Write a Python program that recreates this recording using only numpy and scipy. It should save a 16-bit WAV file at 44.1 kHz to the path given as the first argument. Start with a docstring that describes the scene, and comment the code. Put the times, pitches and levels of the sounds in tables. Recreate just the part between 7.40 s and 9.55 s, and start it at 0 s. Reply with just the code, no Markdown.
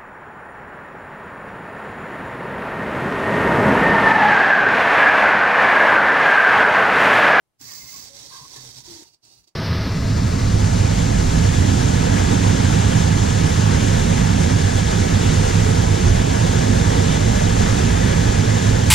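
"""Geared hobby servos drive a small robot arm on a desk: it lifts, swings over and settles.
Gear teeth tick densely into the plastic cases as decaying noise bursts, and backlash clacks singly.
Wavering sines give the mesh tone, its octave, a holding whine and the drive's thin whistle.
Links shudder as gliding sines and knocks colour the desk top; a small quiet room answers
with a decaying noise tail over faint steady air."""
import sys
import numpy as np
from scipy import signal
from scipy.fft import rfft, irfft
from scipy.io import wavfile
from scipy.ndimage import uniform_filter1d

SR = 44100
rng = np.random.default_rng(int(sys.argv[2]) if len(sys.argv) > 2 else 0)


def master_out(mix):
    """Clip the mix to full scale and print it as 16-bit PCM to the path in sys.argv[1]."""
    frames = np.transpose(np.atleast_2d(mix))
    ceiling = np.clip(frames, -1, 1)
    pcm = np.round(ceiling * 32767).astype(np.int16)
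    wavfile.write(sys.argv[1], SR, pcm)


N = 94815
T = np.arange(N) / SR  # time in s


def undb(db):
    """Level to amplitude: 20 dB is a factor of ten."""
    return 10 ** (np.asarray(db) / 20)


def unit(x):
    """Normalisation to unit rms, so that a gain sets the level."""
    return x / np.sqrt(np.mean(x ** 2))


def curve(rows, axis=1):
    """Linear interpolation of one column of a time table at every sample."""
    rows = np.array(rows)
    return np.interp(T, rows[:, 0], rows[:, axis])


def colour(x, points, share=1):
    """Minimum-phase filtering through (f/Hz, level/dB) points: resonances ring after their cause."""
    points = np.array(points)
    f = np.fft.rfftfreq(2 * N, 1 / SR)
    db = np.interp(np.log(f + 1), np.log(points[:, 0]), points[:, 1])
    # folding the cepstrum onto positive times makes the filter causal
    fold = np.r_[1, np.full(N - 1, 2), 1, np.zeros(N - 1)]
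    cepstrum = irfft(np.log(undb(share * db))) * fold
    response = np.exp(rfft(cepstrum))
    return irfft(rfft(x, 2 * N) * response)[..., :N]


def noise():
    """Partial coherence: white noise, 28 % of its power shared by the two sides."""
    common = 0.28
    shared = rng.standard_normal(N)
    separate = rng.standard_normal((2, N))
    return np.sqrt(common) * shared + np.sqrt(1 - common) * separate


def walk(rate):
    """Low-frequency random modulation: stepped noise smoothed over one step, unit rms."""
    step = max(int(SR / rate), 2)
    steps = np.repeat(rng.standard_normal(N // step + 1), step)
    return unit(uniform_filter1d(steps, step)[:N])


def tone(hz, wander, rough_db, rate):
    """Frequency and amplitude modulation: a sine whose pitch and strength waver at random."""
    phase = 2 * np.pi * np.cumsum(hz * (1 + wander * walk(rate))) / SR
    return unit(np.sin(phase) * undb(rough_db * walk(rate)))


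def ticks(rate, spread_db):
    """Random impulse train: irregular contacts (rate per s) of uneven strength and either sign."""
    size = undb(spread_db * np.clip(rng.standard_normal(N), -2, 2))
    struck = rng.random(N) < rate / SR
    return unit(struck * size * rng.choice([-1, 1], N))


def pan(x, db):
    """Interaural level difference: place a sound by its left minus right level."""
    return x * undb(np.array([[db], [-db]]) / 2)


def ring(x, response):
    """Linear superposition: convolve a sound with an impulse response."""
    return signal.fftconvolve(np.atleast_2d(x), response, axes=1)[:, :N]


def moves():
    """Linear crossfades: shares of the lift, the swing and the settling over time."""
    SWING_S, SETTLE_S, HANDOVER_S = 0.643, 1.645, 0.097
    swung = np.clip((T - SWING_S) / HANDOVER_S + .5, 0, 1)
    settled = np.clip((T - SETTLE_S) / HANDOVER_S + .5, 0, 1)
    return 1 - swung, swung - settled, settled


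def air():
    """Broadband background: stationary noise weighted towards the bass."""
    # room air spectrum: f/Hz, relative level/dB
    air_spectrum = [(25,-6),(45,-1),(230,-3.5),(450,-6),(900,-8.5),(1600,-15.5),(5000,-21.5),(10000,-21),(15000,-29)]
    return undb(-78) * unit(colour(noise(), air_spectrum))


def cases(x):
    """Resonance and directivity: the servo cases boost narrow bands and send treble to the right."""
    # case resonances, with hollows where negative: f/Hz, width/Hz, boost/dB
    case_modes = [(2920, 370, -2), (3484, 37, 5), (3578, 53, 4), (4000, 84, 3), (4240, 43, -0.5),
                  (4576, 200, 4.5), (4950, 58, 5.5), (5380, 110, 6), (5800, 100, 3), (6300, 86, 0),
                  (5940, 25, 6), (6600, 60, -3), (7720, 170, 3.5)]
    # radiation tilt: f/Hz, left minus right/dB before the shares applied to each side
    radiation = [(250, 4.5), (800, 3.5), (1700, 2), (2600, -1.5), (3100, -3), (3600, -10.5), (5800, -10),
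                 (7000, -12.5), (8700, -5.5), (10000, -8.5), (11200, -8.5), (12500, -2), (15500, 4)]
    f = np.linspace(20, SR / 2, 4000)
    boost = sum(db / (1 + (2 * (f - hz) / width) ** 2) for hz, width, db in case_modes)
    x = colour(x, np.c_[f, boost])
    left = colour(x[0], radiation, 0.58)
    right = colour(x[1], radiation, -.5)
    return np.array([left, right])


def gears(effort):
    """Impact excitation: tooth contacts burst over a steady rub; now and then the backlash clacks."""
    # gear spectrum in each move: f/Hz, relative level/dB per Hz
    lift_spectrum = [(100,-22),(200,-3),(330,-10),(470,-11),(700,-8.5),(900,-14),(1100,-5.5),(1300,-14),(1700,-11),(2120,-5.5),(2600,-7),(3100,-9),(3700,-8),(4660,-0.5),(5400,-2),(6300,.5),(7200,-1.5),(8500,-9),(10000,-14.5),(11200,-16.5),(12500,-9),(13500,-6.5),(15300,-8.5)]
    swing_spectrum = [(100,-21),(200,-7),(300,-3.5),(430,-5),(780,-6.5),(1060,-8),(1300,-14),(2200,-7.5),(2900,-8),(3200,-5),(3450,-3.5),(4600,0.5),(5100,-3),(5800,1.5),(7200,-3.5),(9000,-7.5),(10500,-16),(12800,-14.5),(14200,-18),(15300,-15)]
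    settle_spectrum = [(100,-21),(220,-5),(370,4),(480,-6.5),(700,-1.5),(1700,-17),(2400,-6),(2830,-2.5),(3140,-7),(3500,-5),(4430,3),(5300,-1),(6000,-5),(6500,-2.5),(7600,-4.5),(9000,-6.5),(11500,-16.5),(15300,-14)]
    # single hard clacks of backlash, ahead of the cases: t/s, level/dB
    clack_times = [(0.213, -42), (0.807, -54), (1.022, -49), (1.163, -36), (1.2484, -41.5), (1.301, -48),
                   (1.631, -43.5), (1.851, -52), (1.857, -60)]
    # clack spectrum: f/Hz, relative level/dB per Hz
    clack_spectrum = [(200, -17), (1100, -1), (2800, 2), (4800, -2), (7000, 8), (12000, -9)]
    TICK_DECAY_S, CLACK_DECAY_S = 0.00043, 0.004  # amplitude time constants
    RUB_SHARE = 1  # rub power relative to the mean tick power

    contacts = ticks(rate=1000, spread_db=2.5)
    power = np.abs(ring(contacts ** 2, np.exp(-2 * T / TICK_DECAY_S)[None]))
    teeth = unit(noise() * np.sqrt(power / power.mean() + RUB_SHARE))

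    spectra = (lift_spectrum, swing_spectrum, settle_spectrum)
    meshing = 0
    for share, spectrum, gain in zip(moves(), spectra, undb([.4, -.4, -1.2])):
        meshing = meshing + share * gain * unit(colour(teeth, spectrum))

    clacks = 0
    for start, db in clack_times:
        clacks = clacks + undb(db) * (T >= start) * np.exp(-np.abs(T - start) / CLACK_DECAY_S)
    return cases(effort * meshing + clacks * unit(colour(noise(), clack_spectrum)))


def motors(effort):
    """Periodic excitation: the mesh tone and octave follow motor speed; hold and drive whine steadily."""
    # motor speed: t/s, gear mesh f/Hz, mesh tone level/dB
    mesh_speed = [(.18, 758, -110), (.22, 820, -70), (.29, 1102, -61.5), (.36, 1070, -65), (.41, 1038, -70),
                  (.54, 1082, -62), (.68, 1120, -91), (.78, 1067, -66), (.89, 1045, -86), (1.11, 1030, -72),
                  (1.165, 1058, -58), (1.21, 1030, -62), (1.3, 1009, -86), (1.52, 979, -65.5),
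                  (1.62, 914, -61.5), (1.78, 780, -105)]
    # whine of a motor holding position: f/Hz, level relative to effort/dB, left minus right/dB
    hold_lines = [(2810, -18, -7), (4470, -7, -4), (4830, -16, -15), (5922, -8.5, -13.5), (7610, -22, 15)]
    DRIVE_HZ, DRIVE_WANDER, DRIVE_FLUTTER_DB = 15590, .0004, 2.5
    DRIVE_LIFT_DB, DRIVE_SWING_DB, DRIVE_HOLD_DB = -6, -28, -18  # relative to effort

    lift, swing, settle = moves()
    hz, gain = curve(mesh_speed), undb(curve(mesh_speed, axis=2))
    fundamental = pan(gain * tone(hz, 0.0252, 7.1, 130), 1.7)
    octave_gain = gain * (lift + 0.48 * swing) * undb(1.5)
    octave = pan(octave_gain * tone(2 * hz, 0.0124, 5.1, 130), -0.92)

    hold = settle * sum(pan(undb(db) * tone(f, 0.00499, 1.3, 160), side) for f, db, side in hold_lines)

    load = lift * undb(DRIVE_LIFT_DB) + swing * undb(DRIVE_SWING_DB) + settle * undb(DRIVE_HOLD_DB)
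    # each side wavers on its own
    drive = np.array([tone(DRIVE_HZ, DRIVE_WANDER, DRIVE_FLUTTER_DB, 35) for side in range(2)])
    return fundamental + octave + effort * (hold + pan(load * drive, -5))


def desk():
    """Structure-borne sound: backlash knocks pass through the base into the desk top."""
    # strength of the knocking: t/s, level/dB
    knock_levels = [(.18, -88), (.205, -60), (.235, -50.5), (.33, -58.5), (.37, -58.5), (.44, -50.5),
                    (.5, -61), (.54, -55.5), (.67, -56.5), (.72, -61), (.78, -57.5), (.95, -56),
                    (1.06, -57.5), (1.17, -57), (1.3, -55.5), (1.43, -58), (1.53, -51), (1.65, -66.5),
                    (1.75, -75.5), (1.78, -98), (1.82, -95), (1.845, -64), (1.9, -69), (2.0, -64),
                    (2.09, -82), (2.12, -99)]
    # desk top spectrum: f/Hz, relative level/dB per Hz
    desk_spectrum = [(25, -17), (40, -11), (58, 2.5), (90, 0), (130, 7.5), (175, -4), (230, -6),
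                     (320, -9.5), (600, -22)]
    knocks = ticks(rate=400, spread_db=2) + noise()
    return pan(undb(curve(knock_levels)) * unit(colour(knocks, desk_spectrum)), 6.5)


def links():
    """Damped vibration: a link shudders and rattles on one resonance, then dies away quickly."""
    # shudders: t/s, length/s, f/Hz, glide as a share of f, rattle 0-1, level/dB
    shudders = [(0.204, 0.013, 310, 0, 0.8, -57), (0.283, 0.073, 1884, -0.046, 0.6, -57.5),
                (0.389, 0.037, 2154, -.02, 0.34, -54.5), (0.457, 0.056, 2122, -0.019, 0.7, -57),
                (0.531, .035, 1097, 0.0051, 0.2, -58), (0.695, 0.074, 548, 0.023, 0.12, -58),
                (0.839, 0.03, 555, -0.011, 0, -59.5), (.905, 0.15, 1061, -0.012, 0.9, -51.5),
                (0.919, 0.068, 1600, 0.017, 1, -60), (1.009, 0.025, 135, 0.017, 0.1, -49),
                (1.151, 0.029, 1760, -0.011, .8, -57), (1.151, 0.02, 1071, 0.0044, 0.8, -54.5),
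                (1.156, 0.032, 400.4, 0.065, 0.56, -54), (1.17, 0.13, 130.8, -0.066, .25, -49.5),
                (1.237, 0.056, 493, -0.11, 0.22, -63.5), (1.357, 0.048, 121.9, 0.061, 0.05, -50),
                (1.474, 0.094, 351.7, -0.064, 0.18, -48), (1.586, 0.02, 313, 0, 0.2, -49.5),
                (1.614, 0.0098, 335, 0.039, 0.43, -44.5)]
    ATTACK_S, RELEASE_S, RATTLE_HZ = 0.007, 0.0049, 261.2
    out = 0
    for start, length, hz, glide, rattle, db in shudders:
        attack = np.clip((T - start) / ATTACK_S, 0, 1)
        release = np.exp(-np.maximum(T - start - length, 0) / RELEASE_S)
        progress = np.clip((T - start) / length, 0, 1)
        phase = 2 * np.pi * np.cumsum(hz * (1 + glide * progress)) / SR
        # a random complex factor unsettles strength and phase together
        shake = 1 + rattle * (walk(RATTLE_HZ) + 1j * walk(RATTLE_HZ))
        vibration = unit(np.real(shake * np.exp(1j * phase)))
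        out = out + undb(db) * attack * release * vibration
    return pan(out, 6)


def scatter(t60):
    """Diffuse reverberation: noise falling 60 dB in t60 seconds, different on each side."""
    h = rng.standard_normal((2, N)) * np.exp(-np.log(1000) * T / t60)
    return unit(h) / np.sqrt(N)


def room(arm):
    """Reverberation: the arm's sound, coloured by the room, returns as a short diffuse tail."""
    # room reflection: f/Hz, level/dB
    reflection = [(100, -9.5), (400, -2.5), (1000, 2), (8000, -2), (15000, -3)]
    return undb(-5) * ring(colour(arm, reflection), scatter(t60=.13))


def scene():
    """Superposition and path delay: the arm, slightly nearer the right, with the room and its air."""
    # effort of the servos: t/s, gear noise level/dB
    effort_levels = [(0.175, -101), (0.198, -59), (0.214, -46.5), (0.318, -41), (0.434, -45),
                     (0.566, -41.5), (0.666, -44), (0.72, -53), (0.76, -44.5), (0.864, -44), (0.88, -47.5),
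                     (0.968, -42.5), (0.99, -46.5), (1.106, -47.5), (1.14, -43), (1.31, -45.5),
                     (1.328, -51), (1.382, -42), (1.432, -56.5), (1.444, -48), (1.526, -43.5),
                     (1.63, -49.5), (1.642, -59), (1.68, -55), (1.724, -67.5), (1.745, -57.5), (1.78, -109),
                     (1.82, -80), (1.834, -60), (1.934, -56.5), (2.005, -63), (2.028, -73), (2.045, -63),
                     (2.064, -85), (2.076, -57.5), (2.094, -66), (2.116, -112)]
    LEFT_LAG_S = .00009
    effort = undb(curve(effort_levels))
    arm = gears(effort) + motors(effort) + desk() + links()
    arm = np.array([np.interp(T - LEFT_LAG_S, T, arm[0]), arm[1]])
    return air() + arm + room(arm)


def record(dry):
    """Band limitation: a steep elliptic low-pass removes everything far above 15.8 kHz."""
    low_pass = signal.ellip(12, .2, 80, 15800, fs=SR, output="sos")  # order, ripple/dB, stop/dB, f/Hz
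    return signal.sosfilt(low_pass, dry)


dry = scene()
out = record(dry)
master_out(out)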